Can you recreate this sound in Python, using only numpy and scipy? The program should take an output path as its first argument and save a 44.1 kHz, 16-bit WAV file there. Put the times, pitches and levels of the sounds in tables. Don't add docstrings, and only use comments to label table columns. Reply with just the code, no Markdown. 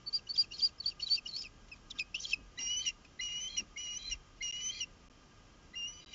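import sys
import numpy as np
from scipy import signal
from scipy.fft import rfft, irfft
from scipy.io import wavfile

SR = 44100
rng = np.random.default_rng(int(sys.argv[2]) if len(sys.argv) > 2 else 0)


def master(y):
    cut = np.clip(np.atleast_2d(y).T, -1, 1)
    pcm = np.round(cut * 32767)
    wavfile.write(sys.argv[1], SR, pcm.astype(np.int16))


N = 270774
TIME = np.arange(N) / SR
FREQS = np.arange(N // 2 + 1) * SR / N


def chirps(jitter=0.037, flutter_db=7.0, shimmer_db=0.5, lock_db=9, octave_db=-7, octave_below_hz=3000):
    out = np.zeros(N)
    waver, flutter = wander(rate_hz=740), wander(rate_hz=210)
    flow_db = airflow()
    for span, fade, hz, db in [*peeps(), *slides()]:
        shaky = 1 / (1 + undb(db - flow_db[span] - lock_db))
        phase = 2 * np.pi * np.cumsum(hz * (1 + jitter * shaky * waver[span])) / SR
        overtones = undb(octave_db) / (1 + (hz / octave_below_hz) ** 16)
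        tone = np.sin(phase) + overtones * (np.sin(2 * phase) + undb(-14) * np.sin(3 * phase))
        tremble_db = (shimmer_db + flutter_db * shaky) * flutter[span]
        out[span] += np.sqrt(2) * fade * undb(db + tremble_db) * tone
    return out


# (time [s], length [s], top pitch [Hz], mid level [dB], start-to-end rise [dB])
HIGH_NOTES = [(0.078, 0.038, 4540, -37.5, 14.5), (0.154, 0.057, 4790, -30.5, 3),
              (0.308, 0.039, 4536, -34, -3.5), (0.402, 0.055, 4814, -24.5, -3.5),
              (0.648, 0.064, 4830, -26, -6), (.807, 0.017, 4490, -35.5, -1),
              (.865, 0.017, 4490, -27.5, -4.5), (0.885, 0.041, 4680, -33.5, -5),
              (1.034, 0.03, 4480, -33, 0), (1.115, 0.035, 4506, -27.5, 19), (1.148, 0.051, 4690, -29, -19),
              (1.295, 0.019, 4440, -41, -6), (1.398, 0.089, 5220, -43.5, 4)]


def peeps(drop_hz=455, drop_s=0.03, edge_db=19.5):
    for s, length, top_hz, db, rise_db in HIGH_NOTES:
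        span, progress, fade = note(s - length / 2, s + length / 2, fade_s=0.003)
        hz = top_hz - drop_hz * ((TIME[span] - s) / drop_s) ** 2
        arch_db = -edge_db * abs(2 * progress - 1) ** 2.23
        yield span, fade, hz, db + rise_db * (progress - 0.5) + arch_db


# (time [s], rise [s], fall [s], first pitch [Hz], last pitch [Hz], peak level [dB])
SLIDING_NOTES = [(0.194, 0.016, 0.014, 3070, 2520, -60.5), (.275, 0.0072, 0.012, 2840, 2990, -49.5),
                 (0.345, 0.012, 0.013, 4620, 5120, -41.5), (0.366, 0.023, 0.0068, 4400, 3040, -42.5),
                 (.443, 0.034, .014, 3300, 2520, -52), (.523, 0.016, 0.017, 2690, 2920, -44.5),
                 (0.598, 0.018, 0.0092, 5500, 4450, -36.5), (.611, 0.02, 0.007, 4100, 3110, -43),
                 (.693, .01, 0.0075, 2970, 2630, -58), (.789, .01, 0.0097, 4780, 5500, -57),
                 (.833, 0.014, .011, 4300, 3860, -52.5), (.849, 0.01, 0.0085, 3770, 3130, -50.5),
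                 (0.92, 0.019, 0.014, 3100, 2600, -54), (1.004, 0.0092, 0.01, 2790, 3020, -41),
                 (1.074, 0.014, 0.014, 4150, 3800, -39), (1.089, 0.0086, .008, 3590, 3120, -44),
                 (1.184, 0.015, 0.015, 2910, 2536, -41), (1.264, 0.0086, 0.012, 2800, 2995, -37.5),
                 (1.28, .008, .008, 4930, 5480, -52), (1.334, 0.024, 0.017, 4230, 4010, -45),
                 (1.365, 0.041, 0.018, 4160, 4520, -39.5), (1.458, 0.021, 0.018, 2860, 2430, -46.5),
                 (1.722, 0.0084, 0.026, 2720, 2415, -45.5), (1.913, 0.0089, 0.014, 4090, 3080, -44),
                 (1.988, .013, 0.0098, 4000, 3360, -51), (2.001, 0.011, 0.028, 2647, 2430, -32.5),
                 (2.147, 0.0054, 0.029, 2520, 3080, -34), (2.206, 0.017, 0.012, 5050, 6450, -44),
                 (2.241, 0.0079, 0.02, 4170, 4000, -42), (2.257, 0.011, .007, 3720, 3000, -37),
                 (2.322, .007, 0.012, 3310, 2930, -39), (2.335, 0.0042, 0.013, 2720, 2493, -26),
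                 (3.051, 0.0041, 0.011, 2670, 2420, -54)]


def slides(bend=1.4):
    for s, rise, fall, first_hz, last_hz, db in SLIDING_NOTES:
        span, progress, fade = note(s - rise, s + fall, fade_s=0.0032)
        hz = last_hz + (first_hz - last_hz) * (1 - progress) ** bend
        yield span, fade, hz, db + peak_shape(TIME[span] - s, rise, fall)


def whistles():
    clean = tone_and_octave([*lead_ins(), *held_notes()], jitter=0.002, flutter_db=0.84)
    return clean + tone_and_octave(yelps(), jitter=0.011, flutter_db=2.85)


def tone_and_octave(notes, jitter, flutter_db):
    out = np.zeros(N)
    waver, flutter = wander(rate_hz=840), wander(rate_hz=100)
    for span, fade, hz, db, octave_db in notes:
        phase = 2 * np.pi * np.cumsum(hz * (1 + jitter * waver[span])) / SR
        tone = undb(db) * np.sin(phase) + undb(octave_db) * np.sin(2 * phase)
        out[span] += np.sqrt(2) * fade * undb(flutter_db * flutter[span]) * tone
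    return out


# (time [s], pitch [Hz], peak level [dB], octave level [dB])
OPENING_NOTES = [(2.587, 2010, -43.5, -44.5), (3.204, 2060, -36, -41), (3.773, 2197, -40.5, -68),
                 (4.419, 2137, -37.5, -51), (5.746, 2030, -47.5, -58)]


def lead_ins(rise_s=0.013, fall_s=0.0075, climb_hz_per_s=9000):
    for s, hz, db, octave_db in OPENING_NOTES:
        span, _, fade = note(s - rise_s, s + fall_s)
        t = TIME[span] - s
        shape_db = peak_shape(t, rise_s, fall_s)
        yield span, fade, hz + climb_hz_per_s * t, db + shape_db, octave_db + shape_db


# (time [s], pitch [Hz], level [dB], octave level [dB])
WHISTLE_PATHS = [
    [(2.592, 2900, -41.5, -44), (2.598, 2793, -42.5, -47), (2.638, 2843, -51.0, -37.5),
     (2.668, 2832, -43.5, -39.0), (2.714, 2933, -36, -43.0), (2.762, 2950, -38.0, -46),
     (2.772, 2998, -40.0, -37.5), (2.802, 3029, -42, -38.5), (2.82, 3121, -38, -58)],
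    [(3.211, 2850, -43, -46.5), (3.237, 2912, -40.5, -43.5), (3.267, 2897, -42.5, -45),
     (3.293, 2844, -43.5, -55), (3.367, 2901, -41, -46.5), (3.399, 2944, -44, -51.5),
     (3.419, 3040, -48, -41), (3.475, 3068, -41, -49.5), (3.489, 3240, -45, -66)],
    [(3.777, 2850, -45, -49.5), (3.793, 2916, -47.5, -43.5), (3.821, 2950, -45, -50.5),
     (3.855, 2897, -47, -43), (3.869, 2867, -44.5, -50), (3.891, 2876, -42.5, -50), (3.959, 2904, -50, -44),
     (3.975, 3030, -48, -37.5), (3.983, 3020, -56, -57)],
    [(4.427, 2850, -42, -45.5), (4.445, 2900, -42, -40.5), (4.489, 2826, -41, -44),
     (4.605, 2944, -44.0, -57.5), (4.611, 2963, -44, -49), (4.669, 3038, -46.5, -35.5),
     (4.689, 3046, -43.5, -39), (4.701, 3088, -35.5, -43.5), (4.711, 3208, -44.5, -54)],
    [(5.757, 2794, -47.5, -59.5), (5.769, 2806, -40.5, -54.5), (5.789, 2840, -43, -53.5),
     (5.821, 2796, -40.5, -54.5), (5.845, 2805, -38.0, -48), (5.865, 2858, -41, -61.5),
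     (5.881, 2922, -50, -45), (5.937, 2967, -61, -56.5), (6.007, 2992, -58.5, -61.5)],
]


def held_notes(edge_s=0.005):
    for path in WHISTLE_PATHS:
        times, *columns = np.transpose(path)
        span, _, fade = note(times[0] - edge_s, times[-1] + edge_s, edge_s)
        hz, db, octave_db = (np.interp(TIME[span], times, column) for column in columns)
        yield span, fade, hz, db, octave_db


# (time [s], rise [s], fall [s], peak level [dB], octave level [dB], airflow [dB])
CLOSING_YELPS = [(2.871, .021, 0.039, -35, -36.5, -47.5), (3.579, .011, 0.034, -38, -34, -51.5),
                 (4.114, .004, 0.035, -37.5, -36.5, -50.5), (4.815, .014, .033, -36, -36, -57),
                 (6.138, 0.0079, 0.021, -44.5, -55, -58.5)]


def yelps(from_hz=2906, to_hz=2728, bend=1.35):
    for s, rise, fall, db, octave_db, _ in CLOSING_YELPS:
        span, _, fade = note(s - rise, s + fall)
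        t = TIME[span] - s
        hz = to_hz + (from_hz - to_hz) * np.maximum(1 - t / fall, 0) ** bend
        before, after = np.maximum(-t / rise, 0), np.maximum(t / fall, 0) ** 3
        yield span, fade, hz, db - 11 * before - 16.5 * after, octave_db - 22 * before - 34.5 * after


# (start [s], end [s], pitch [Hz], width [Hz], level [dB])
HOARSE_TONES = [(0.53, 0.572, 4340, 302, -48), (2.147, 2.203, 3100, 300, -50),
                (2.21, 2.252, 5700, 600, -45.5), (2.276, 2.317, 4900, 500, -62),
                (2.606, 2.76, 4770, 170, -55.5), (2.81, 2.868, 3100, 111, -49.5),
                (2.815, 2.87, 4040, 240, -52), (2.778, 2.87, 4530, 110, -54), (3.486, 3.58, 3240, 80, -54),
                (3.488, 3.579, 4136, 120, -50), (3.983, 4.113, 3220, 90, -58),
                (3.986, 4.057, 3994, 109, -49), (4.049, 4.116, 4075, 110, -45),
                (4.709, 4.817, 3240, 80, -55), (4.712, 4.818, 4220, 168, -50),
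                (4.725, 4.816, 4700, 202, -55), (5.928, 6.14, 4780, 90, -66),
                (6.007, 6.149, 3900, 160, -63.5), (5.964, 6.16, 2980, 302, -64.5)]


def cracks():
    return sum(undb(db) * gate(TIME, start, end, fade_s=0.0096) * noise(abs(resonance(hz, 2 * w)) ** 3)
               for start, end, hz, w, db in HOARSE_TONES)


# (pitch [Hz], rough width [Hz], relative level in chirps [dB], relative level in whistles [dB])
RASP_RINGS = [(2068, 86, -20.5, 1), (2326, 670, -20.5, -8), (2406, 60, -6.5, 4.5), (2720, 250, -11, -21.5),
              (3178, 200, -2, -5.5), (3777, 120, -2.5, -13), (4003, 150, -4.5, -5), (4472, 61, 6, -3.5),
              (4790, 130, -1, -7.5), (4990, 140, -6, -9), (5404, 270, -0.5, -6.5), (5834, 220, -7, -0.5),
              (6080, 110, -4.5, -9), (6350, 460, -16.5, -13.5), (6890, 210, -4, -6.5),
              (7160, 360, -17, -18.5), (7620, 300, -13.5, -20.5)]


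def rasp(chirp_db=1, whistle_db=2, chirp_grain_db=3, whistle_grain_db=2, whistles_from_s=2.5):
    pitches, widths, *levels = np.transpose(RASP_RINGS)
    shapes = np.array([abs(resonance(hz, 2 * width)) ** 10 for hz, width in zip(pitches, widths)])
    bright, dark = (noise(np.sqrt(undb(db) ** 2 @ shapes)) for db in levels)
    grain = wander(rate_hz=135)
    bright = bright * undb(chirp_db + chirp_grain_db * grain)
    dark = dark * undb(whistle_db + whistle_grain_db * grain)
    return undb(airflow()) * np.where(TIME < whistles_from_s, bright, dark)


def airflow():
    return np.max([*puffs(), *streams()], axis=0)


# (time [s], rise [s], fall [s], peak airflow [dB])
CHIRP_BREATHS = [(.16, 0.043, 0.031, -56), (.3, 0.029, 0.018, -60.5), (.363, 0.017, 0.023, -53.5),
                 (.41, 0.051, 0.033, -51), (.527, 0.012, 0.047, -57), (.608, 0.038, .024, -49),
                 (0.654, 0.056, 0.033, -49.5), (.878, 0.035, 0.037, -54.5), (1.01, .012, 0.043, -52.5),
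                 (1.088, 0.029, 0.018, -50), (1.151, .052, 0.03, -49), (1.265, 0.014, 0.088, -59),
                 (1.39, 0.047, 0.064, -53.5), (1.91, 0.0065, 0.0078, -46.5), (1.997, 0.0093, 0.01, -46),
                 (2.152, 0.0059, 0.022, -52.5), (2.25, 0.066, 0.069, -52.5), (2.32, 0.062, 0.023, -45.5)]


def puffs(edge_db=10):
    for s, rise, fall, db in CHIRP_BREATHS:
        yield db - edge_db * np.maximum((s - TIME) / rise, (TIME - s) / fall) ** 2


# (airflow at the start [dB], airflow just before the yelp [dB])
WHISTLE_BREATHS = [(-51, -58.5), (-53.5, -60), (-55, -60.5), (-53.5, -56), (-66.5, -70.5)]


def streams(push_s=0.013, rise_db_per_s=1199, fall_db_per_s=646.5):
    def stream(start, end, db):
        early, late = np.maximum(start - TIME, 0), np.maximum(TIME - end, 0)
        return db - rise_db_per_s * early - fall_db_per_s * late
    for path, sag_db, yelp in zip(WHISTLE_PATHS, WHISTLE_BREATHS, CLOSING_YELPS):
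        start_s = path[0][0]
        yelp_s, _, fall, _, _, push_db = yelp
        yield stream(start_s, yelp_s, np.interp(TIME, (start_s, yelp_s), sag_db))
        yield stream(yelp_s - push_s, yelp_s + fall / 2, push_db)


def surroundings(voice, ring_db=-11, echo_db=-24, echo_s=0.018):
    tail = rng.standard_normal(N) * np.exp(-TIME / echo_s) * (TIME > 0.003)
    echo = undb(echo_db) * rfft(tail / np.sqrt(np.sum(tail ** 2)))
    mount = undb(ring_db) * resonance(hz=2550, width_hz=9)
    return irfft(rfft(voice) * (1 + mount + echo), N)


# (time [s], swell time [s], centre pitch [Hz], peak level [dB])
WING_STROKES = [(1.85, 0.39, 36, -64.5), (1.95, 0.096, 241, -66), (2.399, 0.04, 250, -62.5),
                (2.421, 0.13, 42, -61.5), (2.624, 0.046, 263, -60.5), (2.623, 0.039, 800, -65),
                (2.713, 0.15, 38, -60.5), (3.501, 0.23, 40, -61.5), (3.615, 0.022, 218, -50.5),
                (4.125, 0.057, 43.5, -49.5), (4.92, 0.059, 34, -60)]


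def wings():
    return sum(undb(db) * swell(s, swell_s) * noise(abs(resonance(hz, 0.54 * hz)) ** 1.7)
               for s, swell_s, hz, db in WING_STROKES)


# (time [s], level [dB])
TWIG_TICKS = [(1.684, -58), (1.762, -60.5), (2.612, -53), (3.03, -76), (3.047, -58), (3.602, -51.5),
              (3.689, -67)]


def twigs(decay_s=0.01):
    ticks = sum(undb(db) * (TIME > s) * np.exp(-abs(TIME - s) / decay_s) for s, db in TWIG_TICKS)
    return ticks * noise(abs(resonance(hz=2000, width_hz=5000)))


# (frequency [Hz], relative level [dB])
AIR_COLOUR = [(10, -18.5), (24, -4.5), (36, 8), (52, -2.5), (72, 0), (105, -3.5), (200, -6), (400, -12),
              (700, -17), (1100, -17.5), (1800, -23), (2800, -21.5), (3800, -26), (6400, -24.5),
              (7400, -26.5)]


def breeze(level_db=-59.5, gust_db=-0.2, bass_below_hz=450):
    hz, db = np.transpose(AIR_COLOUR)
    colour = undb(np.interp(np.log(FREQS + 1), np.log(hz), db))
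    spectrum = rfft(noise(colour))
    bass = 1 / (1 + (FREQS / bass_below_hz) ** 2)
    rumble = irfft(spectrum * bass, N) * undb(gust_db * wander(rate_hz=2.7))
    hiss = irfft(spectrum * (1 - bass), N)
    return undb(level_db) * (rumble + hiss)


# (pitch [Hz], width [Hz], relative level [dB])
HOUSING_RINGS = [(1214, 34, -1), (1619, 23, -4.5), (2027, 27, -11.5), (2460, 25, -11.5), (2833, 100, -13),
                 (3140, 25, -5.5), (4760, 340, -21), (5500, 380, -16)]


def housing(level_db=-69, brush_at_s=1.97, brush_db=13):
    power = sum(abs(undb(db) * resonance(hz, width)) ** 2 for hz, width, db in HOUSING_RINGS)
    return undb(level_db + brush_db * swell(brush_at_s, swell_s=0.02)) * noise(np.sqrt(power))


def note(start, end, fade_s=0.0014):
    span = np.flatnonzero((TIME > start) & (TIME < end))
    return span, (TIME[span] - start) / (end - start), gate(TIME[span], start, end, fade_s)


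def peak_shape(t, rise_s, fall_s, edge_db=14.5):
    return -edge_db * np.maximum(-t / rise_s, t / fall_s) ** 1.22


def swell(s, swell_s):
    return np.exp(-((TIME - s) / swell_s) ** 2)


def gate(t, start, end, fade_s):
    return np.sin(np.pi / 2 * np.clip(np.minimum(t - start, end - t) / fade_s, 0, 1)) ** 2


def resonance(hz, width_hz):
    return 1j * FREQS * width_hz / (hz ** 2 - FREQS ** 2 + 1j * FREQS * width_hz)


def noise(gain):
    shaped = irfft(rfft(rng.standard_normal(N)) * gain, N)
    return shaped / np.sqrt(np.mean(shaped ** 2))


def wander(rate_hz):
    return noise(np.exp(-(FREQS / rate_hz) ** 2))


def undb(db):
    return 10 ** (np.asarray(db) / 20)


def scene():
    voice = chirps() + whistles() + cracks() + rasp()
    return (surroundings(voice) + wings() + twigs() + breeze() + housing())[None]


# (start [s], end [s])
SOUND_GAPS = [(4.511, 4.525), (5.085, 5.099), (6.047, 6.061)]


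def record(dry, stop_hz=8250):
    live = 1 - sum(gate(TIME, start, end, fade_s=0.0005) for start, end in SOUND_GAPS)
    treble_cut = signal.cheby2(14, 60, stop_hz, fs=SR, output="sos")
    return signal.sosfilt(treble_cut, dry * live)


dry = scene()
out = record(dry)
master(out)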